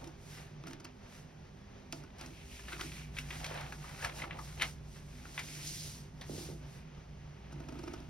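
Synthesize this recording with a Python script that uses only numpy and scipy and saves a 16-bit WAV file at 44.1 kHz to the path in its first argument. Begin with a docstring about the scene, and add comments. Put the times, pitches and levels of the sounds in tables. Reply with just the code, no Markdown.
"""Scissors cutting paper on a wooden floor

Steel blades part the fibres of a large sheet in clicks and knock the boards into resonance.
A hand lifts, turns and slides the sheet, which snaps, crackles, hisses and rasps; fingers pat the floor.
An appliance hums over a low rumble in the small room. Two close microphone ports hear it from above."""
import sys
import numpy as np
from scipy import signal
from scipy.fft import rfft, irfft, next_fast_len
from scipy.io import wavfile
from scipy.ndimage import map_coordinates

SR = 44100
rng = np.random.default_rng(int(sys.argv[2]) if len(sys.argv) > 2 else 0)


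def dump_mix(stems):
    """Bounce the given channels to the path in sys.argv[1] as a 16-bit WAV at rate SR."""
    frames = np.atleast_2d(stems).T  # one column per channel
    limited = np.clip(frames, -1, 1)  # hard clip at full scale
    pcm = np.round(limited * 32767).astype(np.int16)
    wavfile.write(sys.argv[1], SR, pcm)


N = 356769

# Resonances of paper and steel at the cut: f/Hz, bandwidth/Hz, level/dB
CUT_MODES = [(950, 260, -8.5), (1320, 420, -5), (2590, 570, -1), (5600, 1420, 3.5), (8900, 14000, -12)]
# Resonances of the floorboards: f/Hz, bandwidth/Hz, level/dB
BOARD_MODES = [(254, 60, -3), (338.3, 46.5, 2.5), (670, 40, -4.5), (910, 25, -3), (1290, 55, -7.5),
               (1455, 16, -3)]
# Blade slips: loudest t/s, build-up/s, level/dB, relative knock level/dB, tilt/(dB per octave)
BLADE_SLIPS = [(0.044, 0.0047, -41, -10, -4), (0.076, 0.0041, -43.5, -8, -2.5),
               (0.639, .003, -42, -4, -9.5), (0.673, 0.0062, -42, 6.5, -0.5),
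               (0.684, 0.0073, -44.5, -13, -1), (0.711, 0.0048, -48.5, 6, 1),
               (0.7334, 0.0021, -34.5, -11, -4.5), (0.806, 0.0072, -44, -2.5, -4.5),
               (0.849, 0.0061, -39, -4, -2.5), (0.8537, 0.0047, -37, -19, -6.5),
               (1.9254, 0.00096, -27, -27, -1.5), (1.931, .004, -34.5, -2.5, -6),
               (2.039, 0.0045, -48, 6, -3), (2.186, .003, -47, -30, 0), (2.197, 0.0065, -43, -30, -5),
               (2.213, 0.0036, -34.5, -10, -3.5), (2.263, 0.0046, -43.5, -11, 0),
               (7.532, 0.013, -49.5, 8, -2), (7.606, .007, -50.5, 10, -2), (7.69, 0.006, -41, 0.5, -6.5),
               (7.726, 0.005, -46.5, 6.5, -4.5), (7.756, 0.0034, -49.5, 10, -8),
               (7.795, 0.0093, -42.5, -18, -6.5), (7.84, 0.0082, -43, 4.5, -5.5),
               (7.883, 0.011, -39.5, 2, -9), (7.941, 0.0088, -41.5, 8, -3.5),
               (8.004, 0.0028, -50.5, 8.5, -1)]
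def scissors():
    """Fracture and impact: each slip parts a growing run of fibres and knocks the boards at a new spot."""
    out, t = np.zeros(N + SR), np.arange(SR // 4) / SR
    f = np.fft.rfftfreq(len(t), 1 / SR)
    blunt_push = rfft(np.hanning(28), len(t))
    for s, build, db, knock_db, tilt in BLADE_SLIPS:
        cut = [(hz, width, level + tilt * np.log2(hz / 3000)) for hz, width, level in CUT_MODES]
        spot = [(hz * (1 + 0.02 * rng.normal()), width, level + 2.5 * rng.normal())
                for hz, width, level in BOARD_MODES]
        fibres = burst(t, attack=max(build, 1 / SR), t60=0.016, spiky_db=4.0, first=0)
        click = irfft(rfft(fibres) * resonances(cut)(f), len(t))
        knock = irfft(blunt_push * resonances(spot)(f), len(t))
        add(out, s - build, amp(db) * click)
        add(out, s - build / 2, amp(db + knock_db + 17) * knock)
    return out[:N]


# Creases giving way: t/s, relative level/dB, panel f/Hz, T60/s, relative crack level/dB
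CREASE_SNAPS = [(2.594, -40, 1430, 0.055, -18), (2.683, -32.5, 1730, 0.026, -20),
                (2.722, -30, 1500, 0.052, -22), (2.729, -29, 2270, 0.046, -22),
                (2.794, -31.5, 1170, 0.055, -17), (2.802, -33, 1980, 0.042, -20),
                (2.81, -25.5, 2580, 0.01, -14), (2.814, -32, 1400, .03, -25),
                (2.918, -39.5, 2460, .067, -18), (3.168, -31.5, 2240, 0.075, -26),
                (3.1859, -24, 2700, 0.012, -16.5), (3.306, -27, 2100, 0.037, -24),
                (3.334, -39, 1920, 0.045, -20), (3.444, -29.5, 2200, 0.022, -9),
                (3.462, -30.5, 2780, 0.026, -11), (3.5115, -24, 855, 0.023, -28),
                (3.542, -36, 1810, .04, -14), (3.562, -39, 1830, 0.026, -14),
                (3.582, -39, 1700, 0.037, -20), (3.609, -32, 1350, 0.073, -15),
                (3.723, -29.5, 1460, 0.031, -19), (3.842, -37, 1150, 0.16, -21),
                (3.892, -40, 1610, 0.053, -11), (3.988, -37, 1560, 0.24, -18),
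                (4.024, -31.5, 1620, 0.073, -18), (4.046, -21, 1740, 0.03, -14),
                (4.22, -27.5, 2120, .035, -32), (4.241, -24.5, 1050, 0.031, -32),
                (4.309, -27, 2000, 0.023, -34), (4.389, -28, 1100, 0.034, -21),
                (4.598, -31.5, 2460, .042, -25), (4.612, -23.5, 2350, .06, -17),
                (4.6201, -14.5, 2120, .014, -19), (4.623, -26, 1050, 0.057, -7.5),
                (4.63, -23, 2400, 0.046, -23), (5.254, -34.5, 1510, 0.019, -28),
                (5.3778, -25, 1970, 0.053, -26), (5.392, -27.5, 2150, 0.065, -11),
                (6.212, -41, 3740, 0.074, -10), (6.216, -41.5, 1800, .14, -10)]
def creases():
    """Buckling: a crease gives way with a bright crack and ticks that ring two modes of the paper panel."""
    out, t = np.zeros(N + SR), np.arange(SR // 6) / SR
    f = np.fft.rfftfreq(len(t), 1 / SR)
    bright = resonances([(5000, 4000, 0)])(f) / (1 + 1j * f / 8000)
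    for s, db, hz, t60, crack_db in CREASE_SNAPS:
        modes = resonances([(hz, 0.36 * hz, 0), (1.8 * hz, 0.36 * hz, -6.5)])(f)
        panel = modes / (1 + 1j * f / (1.6 * hz)) ** 2  # paper damps its treble
        ticks = burst(t, attack=0.0013, t60=t60, spiky_db=4.5, first=6.0)
        crack = amp(crack_db) * burst(t, attack=0.00025, t60=0.041, spiky_db=10.0, first=2.5)
        add(out, s, amp(db + 6.5) * irfft(rfft(ticks) * panel + rfft(crack) * bright, len(t)))
    return out[:N]


# Spectrum of sliding paper: f/Hz, density level/dB
HISS_SPECTRUM = [(500, -48), (1000, -31), (2000, -3.5), (4000, 1.5), (6000, 4.5), (8500, -2), (12000, -6.5),
                 (16000, -14)]
# Sheet or blade sliding over the floor: fastest t/s, rise/s, fall/s, level/dB
SLIDE_STROKES = [(0.03, 0.093, 0.15, -64.5), (0.34, 0.18, 0.2, -56), (0.7, 0.056, 0.08, -63),
                 (1.16, 0.13, 0.12, -60.5), (1.95, 0.057, 0.1, -60.5), (2.23, 0.092, 0.25, -60.5),
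                 (2.57, 0.3, 0.31, -58), (2.72, 0.1, 0.11, -53), (2.82, 0.093, 0.16, -51),
                 (2.96, 0.16, 0.18, -55.5), (3.19, 0.079, 0.071, -52.5), (3.35, 0.22, 0.48, -53),
                 (3.88, 0.69, 0.26, -59.5), (4.05, 0.21, 0.09, -51), (4.18, 0.085, 0.13, -51),
                 (4.47, 0.18, 0.28, -56), (4.65, 0.11, 0.13, -50), (4.97, 0.19, 0.095, -60.5),
                 (5.2, 0.39, 0.25, -62.5), (5.38, 0.22, 0.074, -55.5), (5.5, 0.21, 0.57, -50.5),
                 (5.7, 0.33, 0.27, -47.5), (5.88, 0.51, 0.2, -49), (6.39, 0.19, 0.22, -48.5),
                 (6.75, 0.15, 0.11, -62), (7.87, 0.61, 0.47, -68)]
def sliding():
    """Sliding friction: paper on wood makes a broadband hiss that swells with each stroke."""
    hiss = noise(spectrum(HISS_SPECTRUM), grain_db=1.0, grain_rate=590)
    unevenness = amp(0.9 * wobble(25))
    return unevenness * swells(SLIDE_STROKES, rest_db=-77.5) * hiss


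# Spectra of crackling paper, a flapping panel and the air it pushes: f/Hz, density level/dB
CRACKLE_SPECTRUM = [(300, -14), (700, -2), (1600, 2), (2500, 1.5), (4000, -6.5), (8000, -33), (16000, -40)]
FLAP_SPECTRUM = [(250, -42), (500, -0.5), (800, 4.5), (1200, -9.5), (2500, -47)]
PUFF_SPECTRUM = [(20, -20), (45, -3), (90, 1), (170, -19), (300, -15), (1000, -89)]
# Bends of the sheet: tightest t/s, rise/s, fall/s, crackle level/dB, flap level/dB
SHEET_BENDS = [(0.02, 0.12, 0.17, -64.5, -55), (0.36, 0.13, 0.2, -55.5, -64.5),
               (0.68, .04, 0.19, -58.5, -66), (0.87, 0.077, 0.074, -62, -61),
               (1.15, 0.13, 0.15, -63.5, -84), (2.02, .1, 0.22, -64.5, -65),
               (2.23, 0.087, 0.092, -54, -59.5), (2.71, 0.082, 0.12, -51.5, -61),
               (2.82, 0.06, 0.097, -53, -73), (2.96, 0.1, 0.21, -58, -72), (3.19, 0.08, 0.092, -56, -79),
               (3.35, 0.17, .15, -53.5, -72), (3.58, 0.42, 0.23, -47.5, -49.5),
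               (3.87, 0.12, 0.36, -53, -58.5), (4.051, 0.045, 0.097, -43, -43.5),
               (4.23, 0.14, 0.048, -47.5, -51.5), (4.36, 0.39, 0.14, -57, -52.5),
               (4.48, 0.084, 0.25, -57.5, -74), (4.63, 0.069, 0.088, -45.5, -49.5),
               (4.97, 0.088, .08, -61.5, -79), (5.26, 0.33, 0.19, -61.5, -77), (5.4, 0.1, 0.099, -53, -59),
               (5.6, 0.29, 0.12, -60.5, -77), (5.85, 0.27, 0.28, -63.5, -69),
               (6.22, 0.027, 0.056, -77, -51.5), (6.38, 0.1, 0.17, -61, -58), (6.75, .1, 0.37, -64, -71),
               (7.87, 1, 0.5, -61.5, -62)]
def bending():
    """Flexure of a thin sheet: it crackles in clumped grains, while wide panels flap and displace air."""
    crackle = noise(spectrum(CRACKLE_SPECTRUM), grain_db=3, grain_rate=180)
    flap = noise(spectrum(FLAP_SPECTRUM), grain_db=1.5, grain_rate=60)
    puff = amp(-6.5) * noise(spectrum(PUFF_SPECTRUM), grain_db=3.0, grain_rate=35)
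    crackling = swells([(s, rise, fall, db) for s, rise, fall, db, _ in SHEET_BENDS], rest_db=-79)
    flapping = swells([(s, rise, fall, db) for s, rise, fall, _, db in SHEET_BENDS], rest_db=-71)
    return crackling * crackle + flapping * (flap + puff)


# Rasps of the sheet's edge: hardest t/s, rise/s, fall/s, level/dB, f/Hz
EDGE_RASPS = [(0.359, 0.093, 0.14, -70, 2080), (1.15, 0.081, 0.089, -65, 2110),
              (2.402, 0.15, 0.13, -59, 2520), (2.54, 0.11, 0.27, -57.5, 2550),
              (2.88, 0.052, 0.054, -54, 2430), (2.96, 0.054, 0.23, -56, 2400),
              (5.5, 0.073, 0.22, -56, 2270), (5.62, 0.1, 0.1, -58, 2280), (5.675, 0.035, 0.11, -46, 5700),
              (5.81, 0.06, 0.066, -50, 4740), (7.971, 0.11, 0.21, -67, 2930)]
def paper_edge():
    """Roughness excitation: a stiff edge chatters over the wood grain, at a pitch set by how it lies."""
    out, t = np.zeros((N + SR, 2)), np.arange(-SR // 4, SR // 4) / SR
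    f = np.fft.rfftfreq(len(t), 1 / SR)
    grain = amp(2.1 * wobble(200))
    for s, rise, fall, db, hz in EDGE_RASPS:
        band = resonances([(hz, 0.56 * hz, 0)])(f) ** 2
        chatter = unit(irfft(rfft(rng.standard_normal((2, len(t)))) * band))
        add(out, s + t[0], (swell(t, rise, fall, db) * chatter).T)
    return spread(out[:N].T * grain)


# Fingers landing on the floor: t/s, level/dB
FINGER_PATS = [(6.295, -33), (6.314, -43), (6.333, -43), (6.352, -43), (6.379, -37.5), (6.408, -41),
               (6.487, -38.5), (6.498, -40), (6.514, -41), (6.529, -44)]
def fingers():
    """Dispersion: the floor's bending waves arrive high first, so each finger's thud falls in pitch."""
    out, t = np.zeros(N + SR), np.arange(SR // 8) / SR
    attack_s, t60_s = 0.0022, 0.058
    hz = 200 + 620 * np.exp(-t / 0.0033)
    envelope = np.minimum(t / attack_s, 1) * amp(-60 * t / t60_s)
    thud = envelope * np.sin(2 * np.pi * np.cumsum(hz) / SR)
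    for s, db in FINGER_PATS:
        add(out, s, amp(db) * thud)
    return out[:N]


# Hand or blade dragging on the boards: hardest t/s, rise/s, fall/s, level/dB
BOARD_RUBS = [(0.06, 0.089, 0.098, -51.5), (0.67, 0.036, 0.14, -54), (1.95, 0.034, 0.065, -52),
              (2.27, 0.057, 0.17, -57.5), (2.83, 0.22, 0.18, -52.5), (3.31, 0.28, 1, -61),
              (4.2, 0.23, 0.38, -55.5), (4.64, 0.075, .05, -53), (5.5, 0.61, 1, -62.5),
              (6.35, 0.13, 0.2, -53.5), (6.52, 0.12, 0.13, -52.5), (7.6, 0.16, 0.11, -55),
              (7.84, 0.34, 0.32, -49.5)]
def rubbed_boards():
    """Resonance driven by friction: a dragging hand or blade makes the floor hum in lumps."""
    soft_modes = lambda hz: resonances(BOARD_MODES)(hz) / (1 + (hz / 700) ** 2)
    return swells(BOARD_RUBS, rest_db=-73.5) * noise(soft_modes, grain_db=2.2, grain_rate=60)


# Level over time of a low rumble, louder while the sheet is handled: t/s, relative level/dB
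RUMBLE_LEVELS = [(0, -51), (.2, -62), (.6, -78), (1.04, -65.5), (1.8, -61), (2.27, -59), (2.54, -52),
                 (3.15, -49.5), (3.9, -54), (4.5, -51.5), (5.25, -55), (5.7, -58), (6.5, -50), (6.9, -55.5),
                 (7.45, -50), (8.09, -50)]
def low_rumble():
    """Spectral broadening: a low wavering tone is blurred by a skirt of noise."""
    rumble = wavering(56.8, stray_hz=3.96, rate=14, swell_db=1.5) + 0.62 * skirt(60.7, 49)
    return amp(timeline(RUMBLE_LEVELS) - 3.0) * rumble


# Level over time of a background hum: t/s, relative level/dB
HUM_LEVELS = [(0, -56), (.2, -58), (.6, -49), (.78, -53.5), (1.04, -72), (1.22, -55.5), (1.87, -61),
              (2.0, -52), (2.16, -65), (2.3, -51), (2.54, -64.5), (2.84, -52), (4.0, -51.5), (4.15, -50.5),
              (4.7, -50), (5.25, -57), (5.7, -49), (6.1, -52), (6.26, -48.5), (6.94, -52.5), (7.4, -54),
              (7.64, -48), (7.86, -56), (8.09, -47)]
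# Its steady partials: f/Hz, bandwidth/Hz, relative level/dB
HUM_PARTIALS = [(100.7, 6.7, -3.5), (199.4, 6.2, -5.5), (249.2, 3.95, -3.5), (342, 26, -19),
                (398.5, 10.2, -11)]
def appliance_hum():
    """Tonal noise: an appliance drones in one wavering tone among steady narrowband partials."""
    hum = wavering(149, stray_hz=3.92, rate=20, swell_db=2.0) + 0.78 * skirt(146.0, 44.0)
    partials = amp(-59.0) * noise(resonances(HUM_PARTIALS), grain_db=0.5, grain_rate=4.15)
    return amp(timeline(HUM_LEVELS) - 2.5) * hum + partials


# Spectrum of the room's air: f/Hz, density level/dB
AIR_SPECTRUM = [(15, -45), (24, 1), (40, -2.5), (80, 0.5), (170, -8.5), (300, -17.5), (600, -12.5),
                (1200, -19.5), (2600, -22), (4000, -28.5), (6500, -28), (10000, -107), (16000, -81)]
def room_air():
    """Ambient noise: a faint continuous spectrum, strongest in the bass."""
    return amp(-56.5) * noise(spectrum(AIR_SPECTRUM), grain_db=1.37, grain_rate=17)


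# Reverberation time of the room: f/Hz, T60/s
ROOM_DECAY = [(200, 0.46), (1500, 0.14), (5000, 0.17), (12000, 0.011)]
def reverberation(x):
    """Absorption: the short echo dies fastest in the treble, with a fresh random tail every half second."""
    step = SR // 2
    delayed = np.pad(x, (120, 0))
    blocks = np.pad(delayed, (0, -len(delayed) % step)).reshape(-1, 1, step)
    hz, t, diffuse = signal.stft(rng.standard_normal((len(blocks), 2, step // 2)), SR, nperseg=256)
    tails = signal.istft(diffuse * amp(-60 * t / along(ROOM_DECAY, hz)[:, None]), SR, nperseg=256)[1]
    tails /= np.linalg.norm(tails, axis=2, keepdims=True)
    out = np.zeros((N + SR * 2, 2))
    for k, echo in enumerate(signal.fftconvolve(blocks, tails, axes=2)):
        add(out, k * step / SR, echo.T)
    return spread(out[:N].T)


# Likeness of the sound at the two ports: f/Hz, coherence/1
COHERENCE = [(60, .995), (250, .92), (600, .55), (1200, .68), (3000, .62), (6000, .65), (9000, .8),
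             (15000, .8)]
def spread(pair, response=np.ones_like):
    """Partial coherence: two independent signals are coloured and mixed as mid and side."""
    def weights(hz):
        angle = np.arccos(np.clip(along(COHERENCE, hz), 0, 1)) / 2
        return response(hz) * np.array([np.cos(angle), np.sin(angle)])
    mid, side = filtered(pair, weights)
    return np.array([mid + side, mid - side])


def noise(response, grain_db, grain_rate):
    """Random amplitude modulation: coloured stereo noise of rms 1 whose level moves in grains."""
    grainy = rng.standard_normal((2, N)) * amp(grain_db * wobble(grain_rate))
    return unit(spread(grainy, response))


def skirt(hz, width):
    """Narrowband noise around a tone."""
    return noise(lambda f: resonances([(hz, width, 0)])(f) ** 2, grain_db=-1.0, grain_rate=4.39)


def burst(t, attack, t60, spiky_db, first):
    """A transient: uneven ticks build up and decay exponentially, after an impulse of height first."""
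    ticks = rng.standard_normal(len(t)) * amp(spiky_db * rng.standard_normal(len(t)))
    envelope = np.minimum(t / attack, 1) ** 0.52 * amp(-60 * np.maximum(t - attack, 0) / max(t60, .004))
    return unit(ticks * envelope) * np.sqrt(np.mean(envelope ** 2)) + first * (t == 0)


def wavering(hz, stray_hz, rate, swell_db):
    """Random amplitude and frequency modulation of a tone of rms 1."""
    gain = amp(swell_db * wobble(rate))
    pitch = hz + stray_hz * wobble(rate)
    return unit(gain * np.sin(2 * np.pi * np.cumsum(pitch) / SR))


def swell(t, rise, fall, db):
    """A rounded envelope that peaks at t = 0 and is 24 dB down one rise before or one fall after."""
    away = np.where(t < 0, -t / rise, t / fall)
    return amp(db - 24 * away ** 1.64)


def swells(moves, rest_db):
    """Incoherent addition: the gain of swells whose powers sum over a resting level."""
    t = np.arange(0, N, 32) / SR
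    power = amp(2 * rest_db) + sum(swell(t - s, rise, fall, db) ** 2 for s, rise, fall, db in moves)
    return np.interp(np.arange(N) / SR, t, np.sqrt(power))


def resonances(peaks):
    """Modal superposition: the response of (f/Hz, bandwidth/Hz, level/dB) modes of alternating sign."""
    return lambda f: sum((-1) ** k * amp(db) * 1j * f * width / (hz * hz - f * f + 1j * f * width)
                         for k, (hz, width, db) in enumerate(peaks))


def spectrum(points):
    """Magnitude response through (f/Hz, level/dB) points."""
    return lambda hz: amp(along(points, hz))


def filtered(x, response):
    """Linear filtering: the spectrum of x times a complex response."""
    size = next_fast_len(N + SR // 2)
    return irfft(rfft(x, size) * response(np.fft.rfftfreq(size, 1 / SR)), size)[..., :N]


def along(points, hz):
    """Interpolation of (f/Hz, value) points on a log frequency axis."""
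    f, values = np.transpose(points)
    return np.interp(np.log(hz + 1), np.log(f + 1), values)


def timeline(points):
    """Interpolation of (t/s, value) points at every sample."""
    return np.interp(np.arange(N) / SR, *np.transpose(points))


def wobble(rate):
    """A smooth random curve, rate knots a second."""
    return map_coordinates(rng.standard_normal(int(N * rate / SR) + 4), [np.arange(N) * rate / SR])


def amp(db):
    """Level to amplitude ratio."""
    return 10 ** (np.asarray(db) / 20)


def unit(x):
    """Normalisation to rms 1."""
    return x / np.sqrt(np.mean(x ** 2) + 1e-20)


def add(track, s, sound):
    """Superposes a short sound on a track at time s."""
    track[round(s * SR):][:len(sound)] += sound


def scene():
    """Superposition: the transients and their reverberation over friction noise and the background."""
    snaps, snips, pats = creases(), scissors(), fingers()
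    direct = snaps * amp([[.8], [-.8]]) + snips + pats  # the snaps lie slightly left
    reflected = reverberation(amp(-9) * snaps + amp(-11) * snips + amp(-12) * pats)
    handling = sliding() + bending() + paper_edge() + rubbed_boards()
    return direct + reflected + handling + low_rumble() + appliance_hum() + room_air()


# Level difference between the ports: f/Hz, left minus right/dB
PORT_LEVEL = [(60, 0.5), (150, -2.5), (380, -5.5), (950, 0), (2380, 1.5), (5980, -1), (15000, 0)]
# Phase difference between the ports: f/Hz, lead of the left/rad
PORT_PHASE = [(0, 0), (340, 0.1), (690, 1.8), (1810, 0.2), (2580, 1.1), (5510, 0.7), (6980, 2.9),
              (8180, 3.4), (8700, 6.0), (9390, 6.1), (12700, 6.4), (13100, 9.4), (15100, 9.5),
              (16600, 11.6)]
def record(dry):
    """Spaced receivers: the two ports differ in level and phase by frequency, up to a band limit."""
    limit_hz = 15900
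    left = lambda hz: amp(along(PORT_LEVEL, hz) / 2) * np.exp(.5j * along(PORT_PHASE, hz))
    return filtered(dry, lambda hz: np.array([left(hz), 1 / left(hz)]) * (hz < limit_hz))


dry = scene()
out = record(dry)
dump_mix(out)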